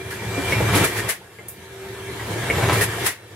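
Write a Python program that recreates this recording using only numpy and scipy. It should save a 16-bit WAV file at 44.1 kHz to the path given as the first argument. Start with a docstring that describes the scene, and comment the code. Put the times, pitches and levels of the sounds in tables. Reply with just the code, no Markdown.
"""Rotary bottle filler in a hard hall

The filler indexes twice before a microphone pair: motor hum and gear whine (wavering sines) in a wash of
steady machine noise (shaped noise), its level turned down after the strongest air-valve puffs and slowly
raised again, as by a recorder's gain. The puffs are noise under rise-and-fall envelopes; metal clanks and
low thuds are clusters of decaying sines, sent through a short hall tail. A small valve spits once; a faint
squeak comes near the end.
"""
import sys
import numpy as np
from scipy import signal
from scipy.io import wavfile
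from scipy.ndimage import uniform_filter1d

SR = 44100
rng = np.random.default_rng(int(sys.argv[2]) if len(sys.argv) > 2 else 0)


def output_pcm(signal):
    """Save a mono or channel-first signal as 16-bit PCM at the path in sys.argv[1].

    Samples are clipped to [-1, 1] before scaling.
    """
    pcm = np.clip(np.atleast_2d(signal).T, -1, 1) * 32767
    wavfile.write(sys.argv[1], SR, np.round(pcm).astype(np.int16))


N = 147735  # length in samples


def amp(db):
    """Turns decibels into a gain."""
    return 10 ** (np.asarray(db) / 20)


def evened(x):
    """Scales a signal to rms 1."""
    return x / np.sqrt(np.mean(x ** 2) + 1e-20)


def read(points, hz):
    """Reads a spectrum table on a log frequency axis."""
    f, value = np.transpose(points)
    return np.interp(np.log(hz + 1), np.log(f + 1), value)


def add(mix, s, sound):
    """Mixes a two-channel sound in at time s, in seconds."""
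    part = mix[:, round(s * SR):][:, :sound.shape[1]]
    part += sound[:, :part.shape[1]]


LAG_S = 4.5e-5  # sound reaches the left microphone this much later

# How alike the two microphones hear noise.
# Each row: frequency in Hz, left-right likeness (1 is identical, 0 is unrelated).
LIKENESS = [(60, 1), (240, 0.98), (950, 0.76), (3770, -0.037), (15000, 0.15)]


def noise(gain, size=1024):
    """Noise at the microphone pair, shaped by gain(hz, frames), which gives bins x frames or bins x 1."""
    hz = np.fft.rfftfreq(size, 1 / SR)
    frames = 4 * N // size + 5
    a, b, c, d = rng.standard_normal((frames, len(hz), 4)).T
    right = a + 1j * b
    unrelated = c + 1j * d
    same = np.clip(read(LIKENESS, hz), -1, 1)[:, None]
    lag = np.exp(-2j * np.pi * hz * LAG_S)[:, None]
    left = (same * right + np.sqrt(1 - same ** 2) * unrelated) * lag
    spectrum = np.array([left, right]) * gain(hz, frames)
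    sound = signal.istft(spectrum, nperseg=size, noverlap=3 * size // 4)[1]
    return evened(sound[:, :N])


def drift(rate_hz):
    """Slow random wandering of rms 1: white noise low-passed at rate_hz."""
    b, a = signal.butter(2, rate_hz, fs=SR)
    return evened(signal.lfilter(b, a, rng.standard_normal(N)))


def line(hz, waver_hz, waver_db):
    """A sine whose pitch and level wander by the given rms amounts, later at the left microphone."""
    cycles = np.cumsum(hz + waver_hz * drift(12.8)) / SR
    lag_cycles = hz * LAG_S * np.array([[1], [0]])
    tone = np.sqrt(2) * np.sin(2 * np.pi * (cycles - lag_cycles))
    return tone * amp(waver_db * drift(21.5))


PATCH_DB, FLICKER_DB = 2.0, 0.6  # rms level changes

# Colour of the machine wash.
# Each row: frequency in Hz, relative density in dB per Hz.
WASH_SPECTRUM = [(60, -17), (108, -6), (147, -15.5), (194, -10.5), (240, -21.5), (381, -6.5), (560, -16.5),
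                 (1300, -18.5), (1800, -16.5), (2300, -16), (2520, -25), (3220, -19.5), (5000, -28),
                 (9200, -27.5), (12000, -28.5), (16000, -41)]


def wash_gain(hz, frames):
    """The wash spectrum with drifting patches and a flicker shared by all frequencies."""
    patches = rng.standard_normal((frames, len(hz))).T
    patches = uniform_filter1d(patches, size=20, axis=0)  # across frequency
    patches = evened(uniform_filter1d(patches, size=6, axis=1))  # across time
    flicker = evened(uniform_filter1d(rng.standard_normal(frames), size=3))
    return amp(read(WASH_SPECTRUM, hz)[:, None] + PATCH_DB * patches + FLICKER_DB * flicker)


TONE_WIDTH_HZ = 11  # half-width where the gain has fallen to 1/e

# Fuzzy tones in the wash. Each entry: centre frequency in Hz.
FUZZY_HZ = [485, 696, 911, 1650, 1782, 2131, 2694]
# Strength of those tones, in the same order. Each entry: relative level in dB.
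FUZZY_DB = [0, 0.5, -0.5, 1, 1, -5.5, 0]


def fuzzy_tones():
    """Narrow bands of noise, heard as blurred pitches."""
    def gain(hz, frames):
        """A bell-shaped peak at each tone."""
        peaks = [amp(db) * np.exp(-((hz - f) / TONE_WIDTH_HZ) ** 2) for f, db in zip(FUZZY_HZ, FUZZY_DB)]
        return sum(peaks)[:, None]
    return noise(gain, size=8192)


HALL_T60 = 0.1  # seconds for the tail to fall 60 dB


def hall(x):
    """The hall's decaying random tail, different in each channel, after a 6 ms gap."""
    t = np.arange(SR // 2) / SR
    tail = rng.standard_normal((2, len(t))) * amp(-60 * t / HALL_T60) * (t > .006)
    tail = tail / np.linalg.norm(tail[0])
    return signal.fftconvolve(x, tail, axes=1)[:, :N]


RATTLE_PER_S, RATTLE_SPREAD_DB = 130, 2.5  # mean knock rate, mean of the random boost in dB


def rattle():
    """Loose parts knock at random: band-passed impulses, direct and through the hall."""
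    size = amp(RATTLE_SPREAD_DB * rng.exponential(1, N))
    knocks = size * (rng.random(N) < RATTLE_PER_S / SR) * np.ones((2, 1))
    b, a = signal.butter(2, [357, 1970], "band", fs=SR)
    knocks = signal.lfilter(b, a, knocks)
    wet = hall(knocks)
    return evened(knocks + wet + 2 * wet[0])  # one tail also goes to both channels


DRONE_DB, RATTLE_DB = -2.5, 0.5  # against the bass noise, the rattle at the highest level


def rumble(bass, level):
    """Bass noise with a wavering low drone, and a rattle that grows with the level."""
    drone = line(112.1, waver_hz=5.58, waver_db=1.5)
    rattle_level = np.sqrt(level / level.max())
    return evened(bass) + amp(DRONE_DB) * drone + amp(RATTLE_DB) * rattle_level * rattle()


TONES_DB = -7.5  # fuzzy tones against the wash

# Hand-set level of the machine, as a recorder's gain ducks and recovers; straight lines in dB between rows.
# Each row: time in seconds, wash level in dB, then rumble, hum and whine in dB relative to the wash.
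MACHINE_LEVEL = [(0, -37, -9, -2, -9.5), (.25, -34, 2, -8, -9), (.5, -27, -2, -13.5, -6),
                 (.75, -24, 1.5, -24, -11), (0.841, -20, -4.5, -16, -10), (0.886, -31.5, -6.5, -11, -7),
                 (1.08, -30.5, -0.5, -8, -15), (1.11, -43, -23, -15, -4), (1.19, -47.5, -4, -13.5, -25),
                 (1.55, -45, -4, -12, -13), (1.8, -41, -3, 0.5, -20), (2.1, -36, -4.5, -4, -20),
                 (2.45, -28.5, -1, -17, -24), (2.7, -24.5, 1, -7, -19), (2.82, -25.5, -2.5, -28, -12),
                 (2.87, -30, -3.5, -35, -17), (3.05, -27, -9.5, -16, -16), (3.09, -41.5, -10, -6, -15),
                 (3.18, -47, -6.5, -20, -28), (3.35, -45, -3.5, -32, -19)]


def machine():
    """Wash, fuzzy tones, rumble, motor hum and gear whine all follow one level curve."""
    s, *columns = np.transpose(MACHINE_LEVEL)
    t = np.arange(N) / SR
    level, rumble_gain, hum_gain, whine_gain = (amp(np.interp(t, s, db)) for db in columns)
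    full = noise(wash_gain, size=2048)
    bass = signal.sosfiltfilt(signal.butter(2, 220, fs=SR, output="sos"), full)
    wash = evened(full - bass)
    hum = hum_gain * line(385, waver_hz=2.5, waver_db=2.0)
    whine = whine_gain * line(2357, waver_hz=9, waver_db=4)
    low = rumble_gain * rumble(bass, level)
    return level * (wash + amp(TONES_DB) * fuzzy_tones() + low + hum + whine)


JET_PAN_DB = 3.5  # the jet is this much louder on the left
SNAP_T60 = 0.092  # seconds for a snap to fall 60 dB
ROAR_LINGERS = 1.26  # the roar falls this many times slower than the jet

# Puffs from the air valves.
# Each row: peak time in seconds, jet level in dB rms, snap in dB above the jet, lead-in in seconds
# per 20 dB of rise, hold in seconds, 60 dB fall time of the jet in seconds, roar in dB above the jet.
VALVE_PUFFS = [(0.108, -40, -23, 0.0075, .01, 0.35, 6.5), (0.519, -40.5, -12, 0.12, 0.015, 0.066, 12.5),
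               (0.754, -26.5, -7, 0.03, 0.023, 0.26, 6), (0.844, -25, -3.5, 0.0072, 0.0067, 0.19, 1.5),
               (0.975, -33.5, -19, 0.068, 0.028, 0.069, 6), (1.091, -27, 3.5, 0.016, 0.018, 0.16, 3),
               (2.728, -37.5, 10, .006, 0.077, 0.054, 11), (2.811, -22.5, -26, 0.0022, 0.03, 0.1, -1.5),
               (3.063, -24, 1.5, 0.03, 0.014, 0.17, 3.5)]
# Colour of the whistling jet. Each row: frequency in Hz, relative density in dB per Hz.
JET_SPECTRUM = [(5000, -4), (9500, 5), (10200, 6.5), (10650, 11), (11200, 5.5), (14000, -1.5), (16000, -22)]
# Colour of the lower roar. Each row: frequency in Hz, relative density in dB per Hz.
ROAR_SPECTRUM = [(500, -21.5), (1500, -12.5), (1850, -5), (2400, -12), (4000, -18), (16000, -27)]


def valves():
    """Each puff is a whistling jet and a lower roar: lead-in, a snap as the valve opens, hold, fall."""
    jet = noise(lambda hz, frames: amp(read(JET_SPECTRUM, hz))[:, None])
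    jet = jet * amp([[JET_PAN_DB / 2], [-JET_PAN_DB / 2]])
    roar = noise(lambda hz, frames: amp(read(ROAR_SPECTRUM, hz))[:, None])
    t = np.arange(N) / SR
    out = np.zeros((2, N))
    for s, db, snap_db, lead, hold, t60, roar_db in VALVE_PUFFS:
        rise = amp(db - 20 * np.maximum(s - t, 0) / lead)
        fall_db = -60 * np.maximum(t - s - hold, 0) / t60
        snap = (t > s) * amp(db + snap_db - 60 * abs(t - s) / SNAP_T60)
        puff = amp(fall_db) * jet + amp(roar_db + fall_db / ROAR_LINGERS) * roar
        out += rise * puff + snap * jet
    return out


def struck(modes, db, hz, t60, blow):
    """A blow sets a cluster of modes ringing; blow is its onset time constant in seconds."""
    t = np.arange(round(.3 * SR)) / SR
    ring = sum(amp(level_db) * np.sin(2 * np.pi * hz * ratio * t) for ratio, level_db in modes)
    ring = ring * amp(-60 * t / t60) * (1 - np.exp(-t / blow))
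    return amp(db) * ring / abs(ring).max() * np.ones((2, 1))


# Metal clanks, the first blow 1 ms after the listed time.
# Each row: time in seconds, direct peak of the first blow in dB, pitch in Hz.
METAL_CLANKS = [(0.1198, -23.5, 1676), (0.522, -8.5, 2210), (0.84, -18, 1290), (0.987, -14, 1843),
                (1.0895, -19, 2050), (1.3854, -31.5, 2096), (2.1964, -23.5, 1920), (2.4996, -8, 2188),
                (2.811, -9.5, 1872), (2.947, -27, 1850), (3.078, -29, 1820)]
# Modes of the ringing metal. Each row: ratio to the clank's pitch, relative level in dB.
METAL_MODES = [(.86, -18), (.93, -7), (1.0, 4), (1.06, -21), (1.27, -10), (.22, -2.5)]
# The part lands again. Each row: delay after the listed time in seconds, level in dB against the first blow.
LANDINGS = [(.0082, -1.5), (0.026, -11.5)]


def clanks():
    """Metal parts hit, ring briefly and land again more softly."""
    hits = np.zeros((2, N))
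    for s, db, hz in METAL_CLANKS:
        for later, softer_db in [(0.001, 0)] + LANDINGS:
            add(hits, s + later, struck(METAL_MODES, db + softer_db, hz, t60=0.034, blow=0.00038))
    return hits


# Low thuds of the machine.
# Each row: start in seconds, direct peak in dB, pitch in Hz.
LOW_THUDS = [(0.379, -15.5, 281.5), (0.491, -21, 375), (0.605, -12.5, 490), (0.755, -12, 296.6),
             (0.812, -18.5, 160.5), (1.087, -27, 664), (1.387, -38.5, 483), (2.359, -21.5, 358),
             (2.58, -17.5, 477)]
# Modes of a thud. Each row: ratio to the thud's pitch, relative level in dB.
THUD_MODES = [(1.0, -2.5), (1.25, -9.5), (1.7, -9)]


def thuds():
    """Low blows: fewer, lower modes with a longer ring than the clanks."""
    hits = np.zeros((2, N))
    for s, db, hz in LOW_THUDS:
        add(hits, s, struck(THUD_MODES, db, hz, t60=0.12, blow=0.00044))
    return hits


# A small valve spits once.
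# The one row: start in seconds, snap level in dB, its 60 dB fall time in seconds,
# hiss level in dB, its 60 dB fall time in seconds.
SMALL_SPIT = (1.483, -29, .05, -32, .22)


def spit():
    """A small valve's air: a bright narrow snap and a wider hiss, both decaying noise bands."""
    s, snap_db, snap_t60, hiss_db, hiss_t60 = SMALL_SPIT
    t = np.maximum(np.arange(N) / SR - s, 0)
    air = noise(lambda hz, frames: np.ones((len(hz), 1)))

    def band(low_hz, high_hz):
        """One band of the air noise at rms 1."""
        b, a = signal.butter(2, [low_hz, high_hz], "band", fs=SR)
        return evened(signal.lfilter(b, a, air))

    snap = amp(snap_db - 60 * t / snap_t60) * band(10300, 12000)
    hiss = amp(hiss_db - 60 * t / hiss_t60) * band(8500, 15000)
    onset = 1 - np.exp(-t / 0.00074)
    return onset * (snap + hiss)


# A faint squeak.
# The one row: start in seconds, length in seconds, pitch in Hz, level in dB rms at its middle.
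FAINT_SQUEAK = (3.195, .08, 3990, -57.5)


def squeak():
    """A short thin tone, wavering in pitch and level under a rounded envelope."""
    s, length, hz, db = FAINT_SQUEAK
    progress = np.clip((np.arange(N) / SR - s) / length, 0, 1)
    envelope = np.sin(np.pi * progress) ** .5
    return amp(db) * line(hz, waver_hz=10.3, waver_db=3) * envelope


HALL_DB = -5  # gain of the hall tail on the hits


def scene():
    """The machine and its valves, the hits with their hall tail, the spit and the squeak."""
    hits = clanks() + thuds()
    return machine() + valves() + hits + amp(HALL_DB) * hall(hits) + spit() + squeak()


def record(dry):
    """The microphone's bass cut below 56 Hz, then a steep band limit at 15.8 kHz."""
    cut = signal.sosfilt(signal.butter(4, 56, "high", fs=SR, output="sos"), dry)
    band_limit = signal.firwin(511, 15800, window=("kaiser", 9), fs=SR)
    return signal.oaconvolve(cut, band_limit[None], "same")


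dry = scene()
out = record(dry)
output_pcm(out)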